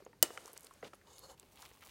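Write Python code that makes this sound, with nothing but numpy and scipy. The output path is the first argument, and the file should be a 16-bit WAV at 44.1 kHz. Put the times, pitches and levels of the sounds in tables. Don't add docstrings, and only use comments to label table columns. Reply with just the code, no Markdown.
import sys
import numpy as np
from scipy import signal
from scipy.fft import rfft, irfft
from scipy.io import wavfile
from scipy.ndimage import uniform_filter1d

SR = 44100
rng = np.random.default_rng(int(sys.argv[2]) if len(sys.argv) > 2 else 0)


def field_ratio(decibels):
    return 10 ** (np.asarray(decibels, dtype=float) / 20)


def inscribe(sig):
    pcm = np.round(np.clip(np.atleast_2d(sig).T, -1, 1) * 32767)
    wavfile.write(sys.argv[1], SR, pcm.astype(np.int16))


N = 83790


def level(x, db=0):
    return x * field_ratio(db) / np.sqrt(np.mean(x ** 2))


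def colour(x, points):
    p = np.array(points, float)
    hz = np.fft.rfftfreq(len(x), 1 / SR)
    gain_db = np.interp(np.log(hz + 1), np.log(p[:, 0]), p[:, 1])
    return irfft(rfft(x) * field_ratio(gain_db), len(x))


def band(x, hz, width):
    sharpness = max(hz / width, .3)
    return signal.lfilter(*signal.iirpeak(min(hz, .4 * SR), sharpness, SR), x)


def walk(rate):
    k = int(SR / rate)
    steps = np.repeat(rng.standard_normal(N // k + 1), k)
    return 1.30 * uniform_filter1d(uniform_filter1d(steps, k), k)[:N]


def curve(rows):
    p = np.array(rows, float)
    return field_ratio(np.interp(np.arange(N) / SR, p[:, 0], p[:, 1], -120, -120))


def ring(hz, t60, rise_s=0.0001):
    t = np.arange(int(.3 * SR)) / SR
    return np.sin(2 * np.pi * hz * t) * field_ratio(-60 * t / t60) * (1 - np.exp(-t / rise_s))


def add(out, at_s, x):
    i = int(at_s * SR)
    out[i:i + len(x)] += x[:max(len(out) - i, 0)]


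def grains(rate, spread_db, smooth):
    chance, sign, size = rng.random((3, N))
    slips = (chance < rate / SR) * np.sign(sign - .5) * field_ratio(-spread_db * np.log(size + .03))
    return level(slips) + smooth * rng.standard_normal(N)


def rub(rows, points, rate, spread_db, smooth, patchy_db, pace):
    out = np.zeros(N)
    for lo, hi in [(30, 700), (700, 1800), (1800, 4600), (4600, 20000)]:
        slips = grains(rate, spread_db, smooth) * field_ratio(patchy_db * walk(pace))
        out += signal.lfilter(*signal.butter(2, [lo, hi], "band", fs=SR), slips)
    return level(colour(out, points)) * curve(rows)


def part(rows, width, t60, click):
    out, t = np.zeros(N), np.arange(1000) / SR
    for at, db, hz in rows:
        fizz = rng.standard_normal(len(t)) * field_ratio(-60 * t / t60)
        burst = fizz + click * (t == 0)
        x = band(band(burst, hz, hz * width), hz, hz * width * 1.8)
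        add(out, at + 0.0009, field_ratio(db) * x / np.abs(x).max())
    return out


# [f/Hz, level/dB per Hz]
KITCHEN_COLOUR = [(24, -9.5), (50, 6.5), (351, 1.5), (616, -3.5), (913, -9), (1840, -14), (3330, -18),
                  (12100, -24), (16500, -27.5)]
# [t/s, level/dB]
NEARING_GAIN = [(0, 7), (.06, 2), (.2, 2.5), (.3, 10), (1.9, -1)]
# [t/s, level/dB]
HANDLING_GAIN = [(0, -1.5), (.95, 0.5), (1.15, 4.5), (1.45, 2.5), (1.9, 6)]


def kitchen():
    out, noise = np.zeros(N), colour(rng.standard_normal(N), KITCHEN_COLOUR)
    for hz in 25 * 2 ** np.arange(0, 9.6, .5):
        gain = 1
        if hz > 1500:
            gain = curve(NEARING_GAIN)
        elif hz < 90:
            gain = curve(HANDLING_GAIN)
        out += band(noise, hz, hz / 3) * field_ratio(1.2 * walk(8.3)) * gain
    return level(out, -67)


# [t/s, peak level/dB, f/Hz, t60/s]
KNOCK_HITS = [(0.002, -53, 583, 0.036), (0.021, -53, 387, 0.05), (0.063, -42, 482, 0.022),
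              (0.074, -54, 420, 0.027), (.092, -64, 483, 0.13), (0.1296, -56.5, 1790, 0.0086),
              (0.131, -58.5, 900, 0.035), (0.304, -38.5, 450, 0.015), (.334, -53.5, 700, .02),
              (0.3742, -37, 1370, 0.011), (.375, -50.5, 2990, 0.024), (.376, -46.5, 526, 0.024),
              (0.451, -49.5, 437, 0.037), (0.477, -48, 1040, 0.018), (0.494, -54.5, 513, 0.028),
              (0.534, -54, 415, 0.037), (0.641, -54.5, 430, 0.028), (0.709, -50.5, 1085, 0.036),
              (.826, -48.5, 1210, 0.02), (.827, -47, 1960, 0.012), (0.8284, -40, 560, 0.012),
              (0.8296, -41, 438, 0.05), (.845, -54.5, 111, 0.05), (0.849, -48.5, 510, 0.038),
              (.861, -57, 462, 0.061), (.932, -44.5, 1183, 0.0098), (0.933, -49.5, 567, 0.021),
              (1.013, -56.5, 1560, 0.0069), (1.429, -55.5, 386, 0.024), (1.713, -54.5, 466, 0.023)]


def knocks():
    bend_hz, bend_s, bend_db = 1973, .0022, -3.5
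    rise_cycles, scuff_db, scuff_t60_s = 0.21, -7, 0.017
    out, t = np.zeros(N), np.arange(3000) / SR
    fall = np.exp(-t / bend_s)
    for at, db, hz, t60 in KNOCK_HITS:
        cycles = hz * t + max(bend_hz - hz, 0) * bend_s * (1 - fall)
        bend = np.sin(2 * np.pi * cycles) * t / bend_s * fall
        body = ring(hz, t60, rise_cycles / hz)[:len(t)]
        body = body + field_ratio(bend_db) * bend * (hz > 200)
        add(out, at + .001, field_ratio(db + 4) * band(body, 1.5 * hz, 4 * hz))
        scuff_hz = min(2.5 * hz, 1900)
        scuff = rng.standard_normal(len(t)) * field_ratio(-60 * t / scuff_t60_s)
        scuff = band(band(scuff, scuff_hz, scuff_hz), scuff_hz, scuff_hz)
        add(out, at + 0.000906, field_ratio(db + scuff_db) * scuff / np.abs(scuff).max())
    return out


# [t/s, peak level/dB, f/Hz]
BRIGHT_TICKS = [(0.0493, -50, 7700), (.3695, -51, 7500), (.3755, -40, 6840), (0.4575, -35.5, 7150),
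                (.468, -50, 8620), (0.4778, -40.5, 9300), (.485, -55, 12500), (.516, -51, 9000),
                (.522, -51, 12500), (0.531, -37.5, 11600), (0.5345, -43, 11000), (0.5385, -46, 11500),
                (.548, -49, 13000), (.575, -52, 13500), (0.5759, -33, 8100), (0.595, -48, 9500),
                (0.607, -39, 12000), (0.618, -51, 11000), (.627, -54, 13500), (0.6305, -45, 8000),
                (.634, -44, 8460), (0.6451, -38, 8300), (0.6485, -39, 10500), (.661, -50, 6000),
                (.666, -44, 9000), (.6685, -45, 11000), (.707, -53, 9500), (0.7377, -46.5, 8600),
                (0.9462, -47.5, 9900), (0.9524, -49, 10100), (1.182, -41, 10000), (1.192, -36.5, 12000),
                (1.3184, -51, 7540), (1.3969, -38, 9200), (1.458, -57, 10000), (1.5205, -52.5, 6944),
                (1.525, -55, 11500), (1.535, -54, 8500), (1.5574, -50.5, 9400), (1.592, -50, 7870),
                (2, -50, 8500), (1.68, -52, 7600), (1.6904, -51, 11700), (1.7355, -52, 6500)]


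def sticky_ticks():
    return part(BRIGHT_TICKS, width=0.55, t60=0.0041, click=4)


# [t/s, level/dB, f/Hz, t60/s]
PING_HITS = [
    (0.0497, -57.5, 6680, 0.03),
    (.806, -65, 6430, 0.057),
]


def pings():
    out = np.zeros(N)
    for at, db, hz, t60 in PING_HITS:
        add(out, at, field_ratio(db) * ring(hz, t60))
    return out


# [f/Hz, level/dB, t60/s]
PADDLE_MODES = [(4714, -9, .016), (5025, -11, .018), (5420, -13, .02), (6424, -3, .013), (6730, -20, .04),
                (7420, -6, .029), (8146, -3, .02), (8850, -13, .045), (9875, -17, .025), (10460, -17, .02),
                (11750, -19, .025)]
# [f/Hz, level/dB, t60/s]
POT_MODES = [(1250, -8, 0.12), (1362, -8.5, .22), (1897, -14.5, 0.34), (2170, -8, 0.089), (2977, -8, 0.27),
             (3686, -11, .3), (4054, -5, 0.089), (4339, -10, .19), (4660, -12, 0.088), (5023, -9.5, 0.12),
             (5400, -12.5, 0.26), (7460, -12, 0.11)]
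# [delay t/s, level/dB, f/Hz, t60/s]
HOUSING_THUDS = [(0.0019, -13.5, 578, 0.013), (0.0033, -31.5, 334, 0.065), (0.00922, -44, 430, 0.051),
                 (0.00062, -17, 1300, 0.0076), (0.00042, -17, 2965, 0.025), (.0005, -26, 3720, .015),
                 (.0005, -18.5, 1980, 0.012), (.004, -32, 270, 0.034), (0.0029, -21, 5000, 0.0093)]


def snap():
    at_s, crack_db, crack_s, crack_hz = .2269, -5, 0.00048, 3220
    ring_db, pot_db = -15, -46
    out, t = np.zeros(N), np.arange(2000) / SR
    crack_filter = signal.butter(4, crack_hz, "high", fs=SR)
    for late, db in [(0, 0), (0.0039, -13.5)]:
        burst = rng.standard_normal(len(t)) * np.exp(-t / crack_s)
        add(out, at_s + late, field_ratio(crack_db + db) * signal.lfilter(*crack_filter, burst))
    for k, (hz, db, t60) in enumerate(PADDLE_MODES):
        add(out, at_s, (-1) ** k * field_ratio(ring_db + db) * ring(hz, t60))
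    for hz, db, t60 in POT_MODES:
        add(out, at_s, field_ratio(pot_db + db) * ring(hz, t60, .002))
    for late, db, hz, t60 in HOUSING_THUDS:
        add(out, at_s + late, field_ratio(db) * ring(hz, t60, 0.0012))
    return signal.lfilter(*signal.butter(2, 160, "high", fs=SR), out)


# [t/s, level/dB]
RUSTLE_LEVEL = [(.235, -42.5), (.3, -63), (.36, -58.5), (.4, -60.5), (.5, -58.5), (.55, -71), (.567, -54),
                (.585, -70.5), (.67, -64.5), (.7, -76), (.74, -67), (.8, -74)]
# [f/Hz, level/dB per Hz]
RUSTLE_TONE = [(120, -14), (520, 1), (1320, -7), (3190, -13.5), (9060, -11.5), (16000, -27)]


def rustle():
    return rub(RUSTLE_LEVEL, RUSTLE_TONE, 1200, spread_db=3.0, smooth=.8, patchy_db=2.2, pace=60)


# [t/s, peak level/dB, f/Hz]
SMACKS = [(.3035, -46, 1500), (0.3744, -33.5, 2300), (.566, -45.5, 1700), (.569, -51, 4000),
          (0.6685, -40.5, 3800), (1.1316, -46, 6350), (1.182, -39, 5500), (1.3969, -45, 4480),
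          (1.4285, -51.5, 3000), (1.62, -39.5, 5900), (1.6239, -39.5, 6580), (1.6525, -39.5, 3200),
          (1.871, -45, 5400)]


def wet_smacks():
    return part(SMACKS, width=0.87, t60=0.0051, click=4)


# [t/s, level/dB]
SLIDE_LEVEL = [(.825, -64), (.84, -53), (.85, -52), (.88, -58), (.895, -70.5), (.93, -100), (.935, -53.5),
               (.96, -76)]
# [f/Hz, level/dB per Hz]
SLIDE_TONE = [(90, -21), (200, -8), (500, -8), (2100, -19.5), (3300, -19), (8200, -27.5), (16000, -38)]


def slide():
    return rub(SLIDE_LEVEL, SLIDE_TONE, 2500, spread_db=3.9, smooth=0.7, patchy_db=2.5, pace=150)


# [t/s, peak level/dB, f/Hz]
POCKETS = [(.8451, -44, 3300), (.849, -50, 2900), (.856, -52, 3700), (.873, -55, 1600), (1.071, -56, 3200),
           (1.378, -56.5, 3310), (1.5917, -54, 3450), (1.596, -55, 3400), (1.621, -46, 3500),
           (1.636, -60, 880), (1.659, -47, 2510), (1.664, -50, 3380), (1.713, -52, 2440),
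           (1.807, -56, 2400), (1.813, -59, 3000), (1.818, -52, 2180), (1.823, -46, 2310),
           (1.825, -50, 1230), (1.829, -49, 2300), (1.831, -52, 1100), (1.837, -49, 2400),
           (1.865, -50, 2200), (1.876, -60, 3400), (1.887, -52, 2100), (1.895, -54, 3200)]


def wet_pops():
    return part(POCKETS, width=0.36, t60=.01, click=4)


# [t/s, level/dB]
SCRAPE_LEVEL = [(1.04, -80), (1.075, -67), (1.14, -56), (1.17, -60), (1.24, -57), (1.27, -59),
                (1.342, -60.5), (1.353, -74)]
# [f/Hz, width f/Hz, level/dB]
WALL_MODES = [(526, 82, 12), (827, 234, 8), (1015, 180, 1), (2176, 26, 0), (2935, 115, -2.5),
              (3380, 83, -6), (3700, 70, -2.5), (4270, 130, -3), (6420, 170, -0.5), (6830, 80, -1.5),
              (7260, 130, -3), (8750, 43, -4), (9850, 130, -18), (10100, 67, -1.5)]


def scrape():
    slips = grains(4000, 3.0, 1.1) * field_ratio(2.2 * walk(70))
    wall = np.zeros(N)
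    for hz, width, db in WALL_MODES:
        wall += field_ratio(db + 4 * walk(18.2)) * band(slips, hz, width)
    air = field_ratio(-23.0) * level(band(grains(580, 6.1, 0.73), 11000, 12000))
    rasp = field_ratio(-11.5) * level(band(slips, 4260, 2900))
    return (level(wall) + air + rasp) * curve(SCRAPE_LEVEL)


# [t/s, level/dB]
STIR_LEVEL = [(1.375, -67.5), (1.43, -68.5), (1.5, -71.5), (1.56, -65), (1.6, -59.5), (1.635, -58),
              (1.645, -59.5), (1.66, -58.5), (1.69, -63), (1.745, -66.5), (1.805, -66.5), (1.825, -58.5),
              (1.845, -63.5), (1.872, -58.5), (1.885, -64.5), (1.9, -59.5)]
# [f/Hz, level/dB per Hz]
WET_TONE = [(150, -17), (300, -8), (980, -1), (1720, -10), (2300, -5.5), (3520, -7), (4800, -10.5),
            (16000, -13)]


def stir():
    return rub(STIR_LEVEL, WET_TONE, 2500, spread_db=6.5, smooth=0.4, patchy_db=2.3, pace=120)


def room(x):
    room_db, t60_s, treble_t60_s, turn_hz = -23.5, 0.35, 0.061, 3000
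    t = np.arange(SR // 2) / SR
    n = rng.standard_normal(len(t))
    low = signal.lfilter(*signal.butter(1, turn_hz, fs=SR), n)
    tail = low * field_ratio(-60 * t / t60_s) + (n - low) * field_ratio(-60 * t / treble_t60_s)
    tail = tail * (1 - np.exp(-t / 0.0039))
    return signal.fftconvolve(x, tail / np.sqrt(np.sum(tail ** 2)))[:N] * field_ratio(room_db)


def scene():
    background = kitchen()
    near = knocks() + sticky_ticks() + pings() + snap() + rustle()
    near = near + wet_smacks() + slide() + wet_pops() + scrape() + stir()
    return (near + room(near) + background)[None]


def roll_off(x):
    return signal.sosfilt(signal.butter(12, 17140, fs=SR, output="sos"), x)


def record(dry):
    x = signal.sosfilt(signal.butter(2, 32, "high", fs=SR, output="sos"), dry)
    x = signal.sosfilt(signal.ellip(6, .5, 50, 15900, fs=SR, output="sos"), x)
    return roll_off(x)


dry = scene()
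out = record(dry)
inscribe(out)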